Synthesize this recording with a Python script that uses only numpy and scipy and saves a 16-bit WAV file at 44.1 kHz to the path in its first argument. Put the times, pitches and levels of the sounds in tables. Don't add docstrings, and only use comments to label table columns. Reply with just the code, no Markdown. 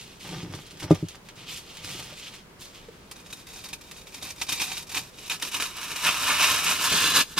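import sys
import numpy as np
from scipy import signal
from scipy.fft import rfft, irfft
from scipy.io import wavfile
from scipy.ndimage import uniform_filter1d, map_coordinates

SR = 44100
rng = np.random.default_rng(int(sys.argv[2]) if len(sys.argv) > 2 else 0)


def waveform_to_disk(signal):
    frames = np.transpose(np.atleast_2d(signal))
    scaled = np.clip(frames, -1, 1) * 32767
    samples = np.round(scaled).astype(np.int16)
    wavfile.write(sys.argv[1], SR, samples)


N = 325899

# t/s, peak level/dB
SLIPS = [(3.1137, -26.5), (3.1605, -35), (3.262, -35), (3.3049, -32), (3.3277, -23.5), (3.47, -32.5),
         (3.5349, -32), (3.5598, -31.5), (3.6407, -27.5), (3.6575, -30.5), (3.688, -30.5), (3.7315, -19.5),
         (3.8116, -32), (3.9135, -28.5), (3.9654, -34), (4.0148, -36.5), (4.0707, -32.5), (4.1245, -38),
         (4.144, -25.5), (4.2253, -21.5), (4.3051, -23), (4.3615, -34.5), (4.3824, -34), (4.4159, -12.5),
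         (4.4682, -27.5), (4.491, -15.5), (4.5232, -13.5), (4.599, -18), (4.618, -13.5), (4.643, -22),
         (4.7184, -17), (4.771, -17.5), (4.8244, -28.5), (4.8688, -34), (4.8954, -25), (4.9182, -25.5),
         (4.9462, -16.5), (4.9686, -13), (5.187, -32), (5.278, -29.5), (5.2992, -16), (5.3154, -18),
         (5.398, -27.5), (5.4246, -14), (5.4494, -23), (5.4744, -23.5), (5.5443, -16), (5.6007, -14.5),
         (5.6237, -15.5), (5.655, -22.5), (5.7673, -27.5), (5.8067, -34), (5.917, -22), (5.96, -20),
         (6.0147, -34), (6.048, -22), (6.2874, -24), (6.643, -19), (6.6777, -17), (6.9027, -19),
         (6.9226, -16), (7.153, -23)]
# t/s, rasp level/dB, extra brightness/dB
PUSH = [(5.7, -49, 0), (5.822, -38, 3), (6.024, -35.5, 3), (6.07, -21, -0.5), (6.108, -30.5, 0),
        (6.254, -32, 1.5), (6.31, -23, -1.5), (6.594, -27, 1), (6.632, -31, 3), (6.706, -22.5, 5),
        (6.782, -32.5, 0), (6.848, -25.5, 0.5), (6.89, -29, -1), (6.928, -22, -1), (7.102, -22, -2),
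        (7.13, -27, -2), (7.154, -18.5, 2.5), (7.214, -22, -2), (7.248, -46.5, -5), (7.36, -49.5, 13),
        (7.38, -19.5, 0.5), (7.39, -14.5, 2.5)]
# start t/s, length/s, first level/dB, last level/dB,
# table rumble re drag/dB
DRAGS = [(0.24, 0.35, -47, -51.5, 7), (0.727, 0.083, -63, -70, 14), (0.818, 0.14, -40.5, -50, 2),
         (.95, 0.053, -56, -52, 5), (1.14, 0.023, -45, -56, -8), (1.356, 0.32, -53.5, -62, -4),
         (1.67, .14, -54.5, -51.5, -6), (1.838, 0.29, -50, -52.5, -0.5), (2.2, 0.13, -67, -62, -1)]
CREST_DB = 11.5


def saw(tear):
    # f/Hz, relative level per Hz/dB
    rasp_spectrum = [(1120, -37), (1900, -19), (1950, -16), (2500, 1.5), (3290, -5), (3920, -6.5),
                     (4600, -7.5), (7620, -10), (13700, -14.5), (14900, -13.5), (15700, -52)]
    outer_spectrum = [(1120, -38), (1900, -17), (2300, 0.5), (4000, -4), (7600, -8.5), (13700, -12.5),
                      (14900, -11.5), (15700, -50)]
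    # f/Hz, width/Hz, level/dB
    block_modes = [(2275, 28, 11.5), (2424, 39, 1.5), (2440, 20, 3), (2680, 30, 4), (2910, 110, 9),
                   (3140, 36, 5), (3463, 120, 1.5), (3813, 190, 7), (3750, 28, 1), (5550, 310, 4.5),
                   (8300, 47, 0)]
    whole_modes = [(2330, 71, 7.5), (2459, 56, 9), (2608, 71, 8), (3753, 150, 8.5), (4690, 120, 4),
                   (5450, 260, 4), (6480, 120, 5.5)]
    parting_modes = [(2770, 27, 8.5), (2890, 38, 6), (3520, 99, 7), (3963, 86, 10.5), (4360, 53, 5),
                     (4900, 100, 6.5), (6550, 140, 5)]
    # f/Hz, relative level per Hz/dB
    body_spectrum = [(260, -54), (450, -13), (631, -5), (818, -8), (910, 0.5), (1350, 2), (1950, -5.5),
                     (2200, 1.5), (2860, -4.5), (4840, -120)]
    shallow_spectrum = [(260, -38), (450, -14), (661, -31), (740, 5), (807, -0.5), (972, 3.5), (1300, -1),
                        (2200, -1), (2860, -18), (4840, -120)]
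    through_spectrum = [(260, -28), (450, -15), (807, -12.5), (1070, -1.5), (1240, -5), (1660, -0.5),
                        (1950, -11.5), (2200, -0.5), (2860, -34), (4840, -120)]
    # f/Hz, width/Hz, level/dB
    hollow_modes = [(1090, 550, 5.5), (1384, 62, 4), (1746, 150, 9.5)]
    depth_times = (4.9, 5.6, 6.7, 6.95)
    body_levels = (-10.5, -5.5, -3, -6)
    split_hz, snap_db = 3400, 9
    upper_db, upper_db_per_db, reference_db = -2.5, -0.14, -20.5

    t = np.arange(N) / SR
    cells = unit(crackle(12000, spread_db=1.5))
    slip_samples = (np.array(SLIPS)[:, 0] * SR).astype(int)
    cells[slip_samples] += undb(snap_db)

    tear_db = 20 * np.log10(uniform_filter1d(tear, size=400).clip(1e-4))
    extra_db = (t > PUSH[0][0]) * curves(PUSH)[1]
    upper_share = undb(upper_db + upper_db_per_db * (tear_db - reference_db) + extra_db) ** 2
    upper_share = np.clip(upper_share, .05, .9)

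    shallow = np.interp(t, depth_times, (1, 0, 0, 0))
    through = np.interp(t, depth_times, (0, 0, 0, 1))
    midway = 1 - shallow - through
    rasp = shallow * colour(cells, outer_spectrum, whole_modes)
    rasp += through * colour(cells, outer_spectrum, parting_modes)
    rasp += midway * colour(cells, rasp_spectrum, block_modes)

    upper = unit(high(rasp, split_hz, order=3)) * undb(0.74 * walk(23))
    lower = signal.sosfilt(signal.butter(3, split_hz, fs=SR, output="sos"), rasp)
    lower = unit(lower) * undb(1.9 * walk(32))
    rasp = np.sqrt(upper_share) * upper + np.sqrt(1 - upper_share) * lower

    body = shallow * colour(cells, shallow_spectrum)
    body += through * colour(cells, through_spectrum, hollow_modes)
    body += midway * colour(cells, body_spectrum, hollow_modes)
    body_db = np.interp(t, depth_times, body_levels) + 1.2 * walk(20)
    return tear * (rasp + undb(body_db) * body)


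def bite():
    # start t/s, length/s, first level/dB, last level/dB
    short_strokes = [(3.145, 0.058, -74, -51), (3.242, 0.17, -58, -50.5), (3.478, 0.23, -46.5, -49),
                     (3.808, 0.19, -58, -51), (4.057, 0.13, -59, -44), (4.209, 0.096, -41, -39.5),
                     (4.347, 0.081, -58, -39), (4.478, .11, -37.5, -38), (4.601, 0.038, -28, -31.5),
                     (4.665, 0.14, -36, -41), (4.864, 0.11, -53.5, -31.5), (4.992, 0.091, -45.5, -50.5),
                     (5.122, 0.15, -58, -41.5), (5.304, 0.054, -23.5, -40.5), (5.412, 0.072, -34, -39.5),
                     (5.51, 0.058, -37, -30), (5.599, 0.093, -33.5, -42.5)]
    resting_db = -59.5
    slip_rise_s, slip_t60_s = 0.0033, 0.043

    t = np.arange(N) / SR
    creep = (t > SLIPS[0][0]) * undb(resting_db)
    push = np.where(t > PUSH[0][0], undb(curves(PUSH)[0]), creep)
    grab = np.hypot(strokes(*np.transpose(short_strokes)), push)
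    grab = grab * undb(1.1 * walk(30)) * teeth(77, t60=0.058, depth=0.25)

    s, peak_db = np.transpose(SLIPS)
    slips = bursts(s, peak_db - CREST_DB, np.full(len(s), slip_t60_s), np.full(len(s), slip_rise_s))
    return np.hypot(grab, slips)


def teeth(rate, t60, depth):
    catches = np.abs(crackle(rate, spread_db=-1.5))
    swell = signal.lfilter([1], [1, -1000. ** (-1 / (t60 * SR))], catches)
    return unit(1 + depth * uniform_filter1d(swell, size=60))


def rubbing():
    # start t/s, length/s, first level/dB, last level/dB
    hand_moves = [(-0.03, 0.2, -46, -55.5), (0.188, .24, -46, -47), (0.436, 0.1, -57, -54),
                  (0.517, 0.11, -49, -49.5), (0.637, 0.16, -49.5, -53), (0.783, 0.054, -41, -48),
                  (0.89, 0.2, -53, -60), (1.086, 0.085, -49, -58), (1.241, 0.082, -51, -61),
                  (1.357, 0.21, -49, -52), (1.458, 0.12, -43, -41.5), (1.588, 0.28, -55, -48.5),
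                  (1.824, 0.18, -40, -40.5), (2.041, 0.11, -44.5, -47), (2.153, 0.13, -42.5, -44.5),
                  (2.303, .09, -47, -52), (2.586, 0.19, -52.5, -56), (2.73, 0.16, -49.5, -64),
                  (2.905, 0.25, -56, -67)]
    # f/Hz, relative level per Hz/dB
    rustle_spectrum = [(290, -66), (500, -17.5), (697, -17), (1280, -10), (1590, -13.5), (2310, -2),
                       (3220, 0), (11300, -15), (14200, -15.5), (15700, -27)]
    drag_spectrum = [(290, -38.5), (500, 3.5), (677, -4.5), (736, 1), (1200, -5), (1620, -3.5), (3230, -10),
                     (4500, -14), (5850, -8), (9900, -120)]
    # f/Hz, width/Hz, level/dB
    pot_modes = [(884, 52, 7), (1200, 56, 9), (2230, 220, 5), (3360, 82, 11)]

    paper = colour(crackle(7000, spread_db=0.5), rustle_spectrum)
    thin = high(paper, 4000, order=2)
    paper = undb(3.0 * walk(14)) * thin + undb(1.9 * walk(18)) * (paper - thin)
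    rustle = strokes(*np.transpose(hand_moves), attack=0.021) * undb(1.1 * walk(40.2)) * paper

    grit = colour(crackle(3500, spread_db=5.0), drag_spectrum, pot_modes)
    drag = strokes(*np.transpose(DRAGS)[:4]) * undb(2.84 * walk(30.6)) * grit
    return rustle + drag


def scuffs():
    # t/s, peak level/dB, centre f/Hz, t60/s
    sprays = [(.549, -30.5, 4500, .05), (0.663, -33, 3400, .06), (0.708, -31, 3380, 0.06),
              (0.772, -34, 3220, 0.074), (0.7998, -24.5, 2500, 0.054), (0.828, -23.5, 3940, 0.078),
              (0.838, -43, 2180, 0.059), (0.9035, -28.5, 2760, 0.11), (0.91, -25, 1700, 0.068),
              (0.948, -25.5, 5470, 0.016), (1.085, -23.5, 4910, 0.03), (1.151, -32, 2750, 0.041),
              (1.287, -30.5, 2500, 0.069), (1.3563, -38, 4890, 0.12), (1.7519, -36, 2890, 0.051),
              (1.77, -28, 3090, 0.049), (1.8457, -24, 3210, 0.042), (2.025, -28, 3340, 0.18),
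              (2.1266, -44, 5110, 0.047), (2.3356, -33, 3270, 0.16), (2.6165, -29.5, 3500, 0.04),
              (2.654, -34.5, 2930, 0.058), (2.747, -32.5, 3530, 0.034), (2.885, -35.5, 1300, .03)]
    out, grit = np.zeros(N), crackle(9000, spread_db=3.0)
    for s, db, hz, t60 in sprays:
        edges = [hz / 2, min(hz * 1.6, .45 * SR)]
        band = signal.sosfilt(signal.butter(1, edges, "band", fs=SR, output="sos"), grit)
        out += bursts([s], [db - CREST_DB], [t60], [.0006]) * unit(band)
    return out


def knocks():
    # t/s, peak level/dB, contact time/s
    contacts = [(.331, -34, 0.002), (.431, -29.5, .003), (0.447, -30, 0.0033), (0.499, -34.5, .004),
                (0.541, -34, 0.003), (0.84, -26, 0.00042), (0.9078, -2, 0.0012), (0.9134, -2, 0.0016),
                (0.9194, -13, 0.00305), (1.0266, -20, 0.0029), (1.0320, -20, 0.0036), (1.844, -39, 0.0038),
                (1.992, -35, 0.001)]
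    # f/Hz, level/dB, t60/s
    table_modes = [(98, 5.5, 0.12), (172, 0.5, 0.039), (309, 2, 0.036), (400, -3, 0.057), (587, 1.5, 0.035),
                   (773, -6.5, 0.06), (950, -7, 0.029), (1213, -4, 0.054), (1900, -24, .04)]
    out, t = np.zeros(N), np.arange(SR // 3) / SR
    ring = np.zeros(len(t))
    for hz, db, t60 in table_modes:
        ring += undb(db) * np.sin(2 * np.pi * hz * t) * 1000. ** (-t / t60)
    for s, db, contact in contacts:
        push = np.sin(np.pi * np.clip(t[:400] / max(contact, 2e-4), 0, 1)) ** 2
        blow = high(signal.fftconvolve(ring, push)[:len(t)], hz=168, order=2)
        i = int(s * SR)
        out[i:i + len(t)] += undb(db) * blow / np.abs(blow).max()
    return out


def taps():
    # t/s, peak level/dB, pitch f/Hz, t60/s
    touches = [(1.949, -39, 355, .06), (2.126, -42.5, 590, 0.036), (2.886, -37, 460, 0.051)]
    out, t = np.zeros(N), np.arange(N) / SR
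    for s, db, hz, t60 in touches:
        out += bursts([s], [db], [t60], [.002]) * np.sin(2 * np.pi * hz * (t - s))
    return out


def shaking(tear):
    # f/Hz, relative level per Hz/dB
    pot_rumble = [(15, -29), (25, -10), (54, -13), (184, 1.5), (233, -19.5), (321, -6.5), (369, -7),
                  (568, -45), (700, -29), (910, -24), (1540, -120)]
    saw_rumble = [(15, -44), (25, -21), (86, -2), (130, -15), (167, -1.5), (264, -3.5), (303, -4),
                  (700, -10), (910, -51), (1540, -120)]
    saw_shake_db, stir_db = -18, -69
    s, length, first_db, last_db, rumble_db = np.transpose(DRAGS)
    jolts = crackle(1200, spread_db=-0.5)
    dragged = strokes(s, length, first_db + rumble_db, last_db + rumble_db)
    dragged = np.hypot(dragged, undb(stir_db + 2.4 * walk(6)))
    sawn = undb(saw_shake_db) * uniform_filter1d(tear, size=600)
    rumble = dragged * colour(jolts, pot_rumble) + sawn * colour(jolts, saw_rumble)
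    return undb(1.34 * walk(25)) * rumble


def echo(x):
    t60_s, common_db = 0.072, -8.5
    bass_side, treble_side_db, treble_hz = 0.37, 4.5, 4530
    t = np.arange(SR // 3) / SR
    decay = 1000. ** (-t / t60_s) * (t > .003)
    mid, low_side, side = rng.standard_normal((3, len(t))) * decay
    side = bass_side * low_side + undb(treble_side_db) * high(side, treble_hz, order=2)
    tails = np.array([mid + side, mid - side]) / np.sqrt(np.sum(mid ** 2))
    return undb(common_db) * signal.fftconvolve(x[None], tails, axes=1)[:, :N]


def room():
    # f/Hz, relative level per Hz/dB
    room_spectrum = [(12, -30), (20, -4.5), (74, -2.5), (98, -4), (203, -1), (240, -6.5), (335, -7),
                     (385, -5), (817, -15.5), (889, -12.5), (1210, -15), (15700, -35.5)]
    common_db, bass_side = -51.5, .2
    mid, side = (colour(rng.standard_normal(N), room_spectrum) for _ in range(2))
    side = bass_side * side + high(side, 1130, order=1)
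    return undb(common_db + 0.38 * walk(3.05)) * np.array([mid + side, mid - side])


def ports(x, left_db):
    lag_s, spread_s = 2.4e-5, 1.1e-5
    lag = SR * (lag_s + spread_s * walk(200))
    left = map_coordinates(x, [np.arange(N) - lag], order=5, mode="nearest")
    return np.array([left * undb(left_db / 2), x * undb(-left_db / 2)])


def strokes(start, length, first_db, last_db, attack=0.0089):
    release_t60_s = 0.15
    power = np.zeros(N)
    for s, hold, a_db, b_db in zip(start, length, first_db, last_db):
        i = max(int(s * SR), 0)
        count = min(int((hold + release_t60_s) * SR), N - i)
        t = np.arange(count) / SR - min(s, 0)
        release = 1000. ** (-np.maximum(t - hold, 0) / release_t60_s)
        shape = np.clip(t / attack, 0, 1) * release
        power[i:i + len(t)] += (shape * undb(np.interp(t, (0, hold), (a_db, b_db)))) ** 2
    return np.sqrt(power)


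def bursts(s, peak_db, t60, rise):
    out, t = np.zeros(N), np.arange(SR // 4) / SR
    for at, db, decay, up in zip(s, peak_db, t60, rise):
        shape = (1 - np.exp(-t / max(up, 1e-4))) ** 2 * 1000. ** (-t / max(decay, .01))
        i = max(int((at - up) * SR), 0)
        out[i:i + len(t)] += (undb(db) * shape / shape.max())[:N - i]
    return out


def crackle(rate, spread_db):
    pick, size, sign = rng.random(N), rng.exponential(size=N), rng.standard_normal(N)
    return (pick < rate / SR) * undb(spread_db * np.minimum(size, 5)) * sign


def walk(rate):
    k = int(SR / rate)
    held = np.repeat(rng.standard_normal(N // k + 1), k)
    return 1.3 * uniform_filter1d(uniform_filter1d(held, k), k)[:N]


def colour(x, points, peaks=()):
    hz = np.maximum(np.arange(2049) * SR / 4096, 1)
    point_hz, point_db = np.array(points)[:, 0], np.array(points)[:, 1]
    db = np.interp(np.log(hz), np.log(point_hz), point_db)
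    for centre, width, peak_db in peaks:
        db = db + peak_db / (1 + (2 * (hz - centre) / width) ** 2)
    cepstrum = irfft(db * np.log(10) / 20)
    cepstrum[1:2048] *= 2
    cepstrum[2049:] = 0
    response = irfft(np.exp(rfft(cepstrum)))
    return unit(signal.fftconvolve(x, response)[:N])


def high(x, hz, order):
    return signal.sosfilt(signal.butter(order, hz, "high", fs=SR, output="sos"), x)


def curves(table):
    s, *columns = np.transpose(table)
    return [np.interp(np.arange(N) / SR, s, c) for c in columns]


def undb(db):
    return 10 ** (np.asarray(db) / 20)


def unit(x):
    return x / np.sqrt(np.mean(x ** 2))


def scene():
    tear = bite()
    foam = saw(tear) + rubbing() + scuffs()
    table = knocks() + taps() + shaking(tear)
    direct = ports(foam, left_db=-1) + ports(table, left_db=.5)
    return direct + echo(foam + table) + room()


def record(dry):
    return signal.sosfilt(signal.ellip(12, .2, 90, 15800, fs=SR, output="sos"), dry)


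dry = scene()
out = record(dry)
waveform_to_disk(out)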